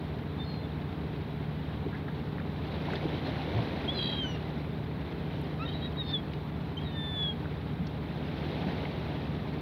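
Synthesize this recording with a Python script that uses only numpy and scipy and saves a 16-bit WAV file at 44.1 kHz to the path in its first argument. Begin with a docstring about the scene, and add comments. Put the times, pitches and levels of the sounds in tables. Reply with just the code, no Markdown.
"""Gulls over calm water

From a bank of boulders: gulls squeal, gliding two-voiced tones with overtones, undertones and rasp.
Three low swells wash in as foam noise and bubble crowds, the last still draining at the end; ripples
plop as spray and ringing bubbles, larger bubbles knock, and the rocks return a thin echo. A far engine
drones in steady tones under the filtered-noise shore; wind nudges the microphone in brief low throbs."""
import sys
import numpy as np
from scipy import signal
from scipy.fft import rfft, irfft, next_fast_len
from scipy.io import wavfile
from scipy.ndimage import uniform_filter1d

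SR = 44100
rng = np.random.default_rng(int(sys.argv[2]) if len(sys.argv) > 2 else 0)


def output_pcm(signal):
    """Save a mono or channel-first signal as 16-bit PCM at the path in sys.argv[1].

    Samples are clipped to [-1, 1] before scaling.
    """
    pcm = np.clip(np.atleast_2d(signal).T, -1, 1) * 32767
    wavfile.write(sys.argv[1], SR, np.round(pcm).astype(np.int16))


N = 423801
TIME = np.arange(N) / SR


def gain_of(db):
    """Decibels to gain."""
    return 10 ** (np.asarray(db) / 20)


def evened(x):
    """Scales to rms 1."""
    return x / np.sqrt(np.mean(abs(x) ** 2) + 1e-20)


def add(mix, start_s, sound):
    """Mixes a sound in at its start time, cut where the mix ends."""
    part = mix[max(round(start_s * SR), 0):][:len(sound)]
    part += sound[:len(part)]


def coloured(x, points):
    """Filters by a spectrum of (Hz, dB) points, joined along log frequency."""
    hz, db = np.transpose(points)
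    size = next_fast_len(len(x), real=True)
    f = np.fft.rfftfreq(size, 1 / SR)
    gain = gain_of(np.interp(np.log(f + 1), np.log(hz), db))
    return irfft(rfft(x, size) * gain, size)[:len(x)]


def wander(rate_hz):
    """Smooth chance of rms 1, its movement falling off steeply above the given rate."""
    size = next_fast_len(N)
    f = np.fft.rfftfreq(size, 1 / SR)
    spectrum = rfft(rng.standard_normal(size)) / (1 + (f / rate_hz) ** 4)
    return evened(irfft(spectrum, size)[:N])


def bubble(hz, t60, rise=.12):
    """A bubble rings down 60 dB in t60 seconds and sharpens as it nears the surface."""
    t = np.arange(int(t60 * SR) + 2) / SR
    ring = np.sin(2 * np.pi * hz * t * (1 + rise * t / t60 / 2))
    decay = np.exp(-np.log(1000) * t / t60)
    onset = (1 - np.exp(-2 * hz * t)) ** 2
    return ring * decay * onset


def engine(drift=0.001, fading_db=0.23):
    """Low engine tones drift together and fade separately on their way over the water."""
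    # steady tones of the far engine: pitch_hz, level_db (rms)
    drone = [(59.8, -56.5), (75.1, -46.5), (89.8, -49.5), (114.9, -50.5), (134.8, -54.5), (150.4, -40.5),
             (175.4, -47), (225.5, -57), (401, -58)]
    clock = np.cumsum(1 + drift * wander(0.75)) / SR
    out = np.zeros(N)
    for hz, db in drone:
        level = gain_of(db + fading_db * wander(2.8))
        out += np.sqrt(2) * level * np.sin(2 * np.pi * (hz * clock + rng.random()))
    return out


def shore(rumble_db=-39, hiss_db=-56, swell_db=.5):
    """Distant wind and water: a slightly restless rumble under a smooth hiss."""
    # spectrum of the low rumble: frequency_hz, relative_db (per Hz)
    rumble_points = [(22, -33), (36, -23), (48, -3), (80, 8.5), (170, 6.5), (290, 7), (360, -3.5), (430, 3),
                     (510, -8.5), (900, -8.5), (1200, -13.5), (2500, -49.5)]
    # spectrum of the hiss above it: frequency_hz, relative_db (per Hz)
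    hiss_points = [(600, -3), (1500, 15.5), (2800, 5.5), (3700, 6.5), (4300, -2.5), (5000, -23),
                   (6500, -49), (8000, -30), (11000, -15), (15700, -12.5)]
    rumble = evened(coloured(rng.standard_normal(N), rumble_points))
    hiss = evened(coloured(rng.standard_normal(N), hiss_points))
    return rumble * gain_of(rumble_db + swell_db * wander(23.0)) + gain_of(hiss_db) * hiss


def wind(unsteady=0.1206):
    """Each eddy at the microphone gives a soft, low throb a few cycles long."""
    # nudges of wind: middle_s, level_db (rms at the middle), pitch_hz, half_length_s
    buffets = [(3.578, -27.5, 108.7, 0.037), (7.814, -32, 204, 0.028), (8.667, -32.5, 172.7, 0.035)]
    clock = np.cumsum(1 + unsteady * wander(43.3)) / SR
    out = np.zeros(N)
    for middle, db, hz, half in buffets:
        envelope = np.exp(-((TIME - middle) / half) ** 2)
        out += np.sqrt(2) * gain_of(db) * envelope * np.sin(2 * np.pi * hz * clock)
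    return out


def surge(lapping_db=-46):
    """Strength of the water: each swell rises, holds and drains away over the steady lapping."""
    # swells among the boulders: start_s, rise_s, hold_s, fall_s, level_db
    swells = [(2.415, 0.48, 0.73, 1.4, -38), (4.8, 0.42, 0.57, 0.65, -48),
              (7.934, 0.63, 0.084, 1.47, -38.5)]
    power = gain_of(lapping_db) ** 2
    for start, rise, hold, fall, db in swells:
        corners = start + np.cumsum([0, rise, hold, fall])
        power = power + (gain_of(db) * np.interp(TIME, corners, [0, 1, 1, 0])) ** 2
    return np.sqrt(power)


def wash(per_s=1400, spread_db=2.5, foam_db=7.5, slosh_db=1.0):
    """Water stirs up foam noise and a crowd of small bubbles between the stones, most in the swells."""
    # spectrum of the moving water: frequency_hz, relative_db (per Hz)
    water_points = [(60, -21), (150, 4.5), (290, 4), (500, -1.5), (820, -4), (1200, -14.5), (2100, -11.5),
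                    (2900, -15.5), (3900, -14.5), (5000, -29.5), (6000, -38), (7500, -58), (11000, -42.5),
                    (15000, -61)]
    bubbles = np.zeros(N)
    for hz in np.geomspace(250, 6000, num=30):
        # an even share of per_s at 1 kHz; small, high bubbles are more frequent
        births = rng.random(N) < per_s / 30 / SR * np.sqrt(hz / 1000)
        sizes = np.zeros(N)
        sizes[births] = gain_of(spread_db * np.minimum(rng.exponential(1, births.sum()), 4))
        ring = bubble(hz, 16 / hz + 0.0098)
        crowd = signal.oaconvolve(sizes, ring / np.linalg.norm(ring))[:N]
        bubbles += crowd * (hz / 1000) ** .25
    foam = gain_of(foam_db) * rng.standard_normal(N)  # foam level is relative to the bubbles
    water = evened(coloured(evened(bubbles) + foam, water_points))
    return water * surge() * gain_of(slosh_db * wander(24))


def drips(count=26, level_db=-46, spread_db=3.0, low_hz=1200, high_hz=4500, t60=0.034):
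    """Faint plops scattered at random along the bank: rows of start_s, peak_db, pitch_hz, ring_s."""
    return [(when * N / SR, level_db + spread_db * (2 * size - 1), low_hz * (high_hz / low_hz) ** pitch, t60)
            for when, size, pitch in rng.random((count, 3))]


def plops(scatter=0.185, lag_s=0.0021, follower_db=-5, spray_db=-2, spray_share=0.042):
    """A breaking ripple spits a little spray and traps one main bubble, then a few smaller ones."""
    # ripples breaking on stone: start_s, peak_db, pitch_hz, ring_s
    ripples = [ (1.859, -24, 347, 0.082), (1.925, -37.5, 1630, 0.29), (1.944, -37, 1720, 0.14),
               (2.08, -34.5, 1610, 0.058), (2.381, -34.5, 1550, 0.028), (2.397, -34, 1700, 0.032),
               (2.882, -30.5, 846, 0.043), (2.934, -26, 1550, 0.015), (2.934, -52, 5740, .012),
               (2.954, -31.5, 3580, 0.039), (3.054, -23, 312, 0.04), (3.588, -27, 770, 0.035),
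               (4.911, -37, 940, .015), (5.413, -54, 11800, .03), (6.333, -37, 2180, .025),
               (6.333, -37.5, 3480, 0.043), (6.334, -52, 4620, .03), (7.455, -34.5, 1480, 0.041),
               (7.868, -40, 4400, 0.043), (8.683, -33, 1500, 0.037), (8.851, -32, 2170, 0.03), ]
    out, t = np.zeros(N), np.arange(SR // 4) / SR
    for start, db, hz, t60 in ripples + drips():
        spray_s = spray_share * min(t60, .06)  # short-ringing ripples break more sharply
        puff = (t / spray_s) ** 2 * np.exp(-t / spray_s)
        spray_points = [(hz / 4, -12), (hz, 0), (hz * 1.3, -5), (hz * 3, -70)]
        spray = evened(coloured(rng.standard_normal(len(t)), spray_points))
        cluster = gain_of(spray_db) * spray * puff / puff.max()
        add(cluster, 0, bubble(hz, t60))
        for detune, wait in zip(rng.standard_normal(size=7), rng.exponential(1, size=7)):
            follower = bubble(hz * np.exp(scatter * np.tanh(detune)), t60 / 2)
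            add(cluster, lag_s * wait, gain_of(follower_db) * follower)
        add(out, start, gain_of(db) * cluster / abs(cluster).max())
    return out


def knocks(count=220, level_db=-3, spread_db=13, low_hz=240, high_hz=950, t60=.06):
    """Large bubbles knock in the gaps between boulders, as strongly as the water moves."""
    out, strength = np.zeros(N), surge()
    for when, size, pitch in rng.random((count, 3)):
        ring = bubble(low_hz * (high_hz / low_hz) ** pitch, t60) / (1 + pitch)  # higher is weaker
        level = strength[int(when * N)] * gain_of(level_db + spread_db * size ** 2)
        add(out, when * N / SR, level * ring)
    return out


def boulders(x, wet_db=-23, t60=0.17):
    """The rocks scatter a short, thin echo: sparse random reflections that die away."""
    t = np.arange(SR // 2) / SR
    sparse = rng.standard_normal(len(t)) * (rng.random(len(t)) < .05)
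    taps = sparse * (t > .006) * np.exp(-np.log(1000) * t / t60)
    return x + gain_of(wet_db) * signal.oaconvolve(x, taps / np.linalg.norm(taps))[:N]


def note(start, length, first_hz, last_hz, db, loudest, arch_hz=15, under_db=-18, edge_db=-11, curve=1.1):
    """A note glides along one arch, swells and fades: rows (s, Hz, dB), undertone dB, overtone dB."""
    u = np.linspace(0, 1, num=60)
    hz = first_hz + (last_hz - first_hz) * u + arch_hz * np.sin(np.pi * u)
    off_peak = np.interp(u, [0, np.clip(loudest, .02, .98), 1], [1, 0, 1])
    level_db = db + edge_db * off_peak ** curve  # a curve above 1 rounds the peak
    return np.transpose([start + length * u, hz, level_db]), under_db, 0


def gulls(rasp_hz=280, jitter=0.019, uneven=.24, third_db=-3, smear=1.3, clear=.06):
    """The two sides of the syrinx whistle alone or together; together they breed side tones."""
    # cries that glide, swell and fall away: time_s, pitch_hz, level_db
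    squeal = [(3.972, 3290, -55), (3.992, 3265, -34.5), (4.04, 3250, -40.5), (4.1, 3240, -39),
              (4.11, 3230, -45), (4.127, 3220, -36.5), (4.163, 3230, -44), (4.185, 3205, -37),
              (4.236, 3110, -35.5), (4.26, 3000, -40.5), (4.334, 2870, -51), (4.366, 2750, -48)]
    yap = [(5.591, 2400, -53), (5.628, 2680, -45), (5.661, 2740, -58)]
    yelp = [(5.652, 3655, -52), (5.664, 3770, -41.5), (5.679, 3680, -54), (5.692, 3755, -42),
            (5.717, 3850, -63), (5.735, 3885, -46), (5.758, 3900, -45), (5.8, 3880, -60),
            (5.83, 3820, -45.5), (5.858, 3850, -41.5), (5.888, 3770, -56)]
    screech = [(5.965, 3760, -54), (5.979, 3830, -44), (6.0, 3810, -36.5), (6.02, 3720, -36),
               (6.031, 3650, -54), (6.08, 3640, -48), (6.097, 3570, -41.5), (6.128, 3640, -43.5),
               (6.139, 3530, -29.5), (6.151, 3450, -29.5), (6.167, 3380, -34), (6.179, 3340, -46),
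               (6.196, 3320, -46), (6.21, 3280, -62)]
    whistle = [(6.828, 4110, -61), (6.848, 3880, -54), (6.878, 3760, -47), (6.92, 3630, -57.5),
               (6.98, 3577, -42), (7.134, 3504, -41.5), (7.22, 3407, -32.5), (7.3, 3289, -34.5),
               (7.324, 3257, -44), (7.34, 3290, -59)]
    # cry, undertone_db (at half its pitch), overtones_db
    cries = [(squeal, -12, 0), (yap, 6.5, 0), (yelp, -11, -2), (screech, -19.5, -5), (whistle, -9, 1.5)]
    # short notes, alone or as a second voice, and (at 4.24 s) a brief tone at half the squeal's pitch: start_s,
    # length_s, first_hz, last_hz, level_db, loudest (0-1)
    notes = [ (0.386, 0.069, 3570, 3595, -44, 0.28), (0.437, 0.2, 4300, 4090, -51, 0.3),
             (0.455, 0.14, 3600, 3560, -62, 0.6), (0.629, 0.038, 3600, 3420, -52, 0.3),
             (3.243, .045, 4170, 4120, -50, 0.4), (3.876, 0.037, 3160, 3430, -30, 0.5),
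             (3.903, 0.075, 3480, 3340, -41.5, 0.26), (3.944, 0.054, 4120, 3980, -37.5, 0.74),
             (3.988, 0.22, 3950, 3826, -38.5, 0.21), (4.24, 0.03, 1506, 1510, -43, 0.4),
             (5.674, 0.038, 3070, 3120, -45.5, 0.4), (5.711, 0.028, 3120, 3160, -46, 0.6),
             (5.808, 0.066, 3200, 3330, -49.5, 0.4), (6.027, .105, 4310, 4310, -53.5, 0.8),
             (6.767, .028, 3050, 3190, -37.5, .42), (6.798, 0.051, 3300, 3230, -49, 0.6),
             (6.905, .075, 3020, 2920, -56, 0.15), ]
    # stretches rougher than clear: middle_s, half_length_s, added_roughness (0-1), throb_hz, throb_db
    hoarse = [(.52, .06, .06, 45, .8), (4.07, .1, .19, 58, 4.2), (5.76, .09, .24, 110, 2.5),
              (6.098, .03, .22, 165, 3.2), (6.87, .06, .2, 110, 1.5)]
    # how the throat passes the overtones: frequency_hz, gain_db
    overtone_throat = [(4500, -23), (5300, -27), (5850, -11.5), (6500, -49.5), (7050, -42.5), (8800, -52),
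                       (10100, -49), (10650, -32), (11400, -44)]
    # how it passes the tones at half the pitch: frequency_hz, gain_db
    undertone_throat = [(1300, 0.5), (1690, -15.5), (1810, 6), (2100, -10.5), (4000, 4.5), (4900, -35)]
    # how it passes the side tones of two voices: frequency_hz, gain_db
    side_throat = [(2500, -6), (3500, -27.5), (4400, -18.5), (4660, -2), (4850, -8), (5100, 6), (5700, -10)]
    # the two sides shake each other only when close in pitch: beat_hz, gain_db
    coupling = [(900, 0), (1400, -30)]

    clock = np.cumsum(1 + uneven * wander(40)) / SR
    rough, throb = clear, 0
    for middle, half, more, throb_hz, depth_db in hoarse:
        strain = np.exp(-np.square(((TIME - middle) / half) ** 2))
        rough = rough + more * strain
        throb = throb + depth_db * strain * np.exp(2j * np.pi * throb_hz * clock)
    quaver = 1 + jitter * rough * wander(90)

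    voice, bright, undertones = np.zeros((3, N), complex)
    for rows, under_db, over_db in cries + [note(*row) for row in notes]:
        s, hz, db = np.transpose(rows)
        at = np.arange(int(s[0] * SR), int(s[-1] * SR))
        phase = 2 * np.pi * np.cumsum(np.interp(TIME[at], s, hz) * quaver[at]) / SR
        fade = signal.windows.tukey(len(at), min(.008 * SR / len(at), 1))
        # the two sides throb out of step
        own_throb_db = (throb[at] * np.exp(2j * np.pi * rng.random())).real
        size = np.sqrt(2) * gain_of(np.interp(TIME[at], s, db) + own_throb_db) * fade
        tone = size * np.exp(1j * phase)
        voice[at] += tone
        bright[at] += gain_of(over_db) * tone
        # alternate cycles differ a little, which sounds the octave below and its third multiple
        halves = np.exp(.5j * phase) + 0.15 * np.exp(3j * phase / 2)
        undertones[at] += gain_of(under_db) * size * halves

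    strength = np.sqrt(abs(uniform_filter1d(abs(voice) ** 2, size=300)) + 1e-12)
    # each side is shaken at the beat between the two
    beat = abs(voice / strength) ** 2 - 1
    side_tones = voice * coloured(beat, coupling)
    shape = bright / strength
    overtones = voice * shape * (1 + gain_of(third_db) * shape)  # second and third harmonics

    # a hoarse stretch rasps in all partials at once
    rasp = (1 + rough * (wander(rasp_hz) + 1j * wander(rasp_hz))) / np.sqrt(1 + 2 * rough ** 2)
    unsteady = np.exp(1j * smear * rough * wander(120))  # the weaker partials are also smeared in phase
    out = (voice * rasp).real
    weaker = [(overtones, overtone_throat), (undertones, undertone_throat), (side_tones, side_throat)]
    for tones, throat in weaker:
        out = out + coloured((tones * rasp * unsteady).real, throat)
    return out


def scene():
    """Birds and water among the rocks, over the far background."""
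    among_rocks = boulders(gulls() + plops() + knocks())
    return (among_rocks + wash() + shore() + engine() + wind())[None]


def record(dry, edge_hz=15800):
    """The recorder's band limit: a low-pass at the edge frequency."""
    low_pass = signal.firwin(511, edge_hz, window=("kaiser", 9), fs=SR)
    return signal.oaconvolve(dry, low_pass[None], "same")


dry = scene()
out = record(dry)
output_pcm(out)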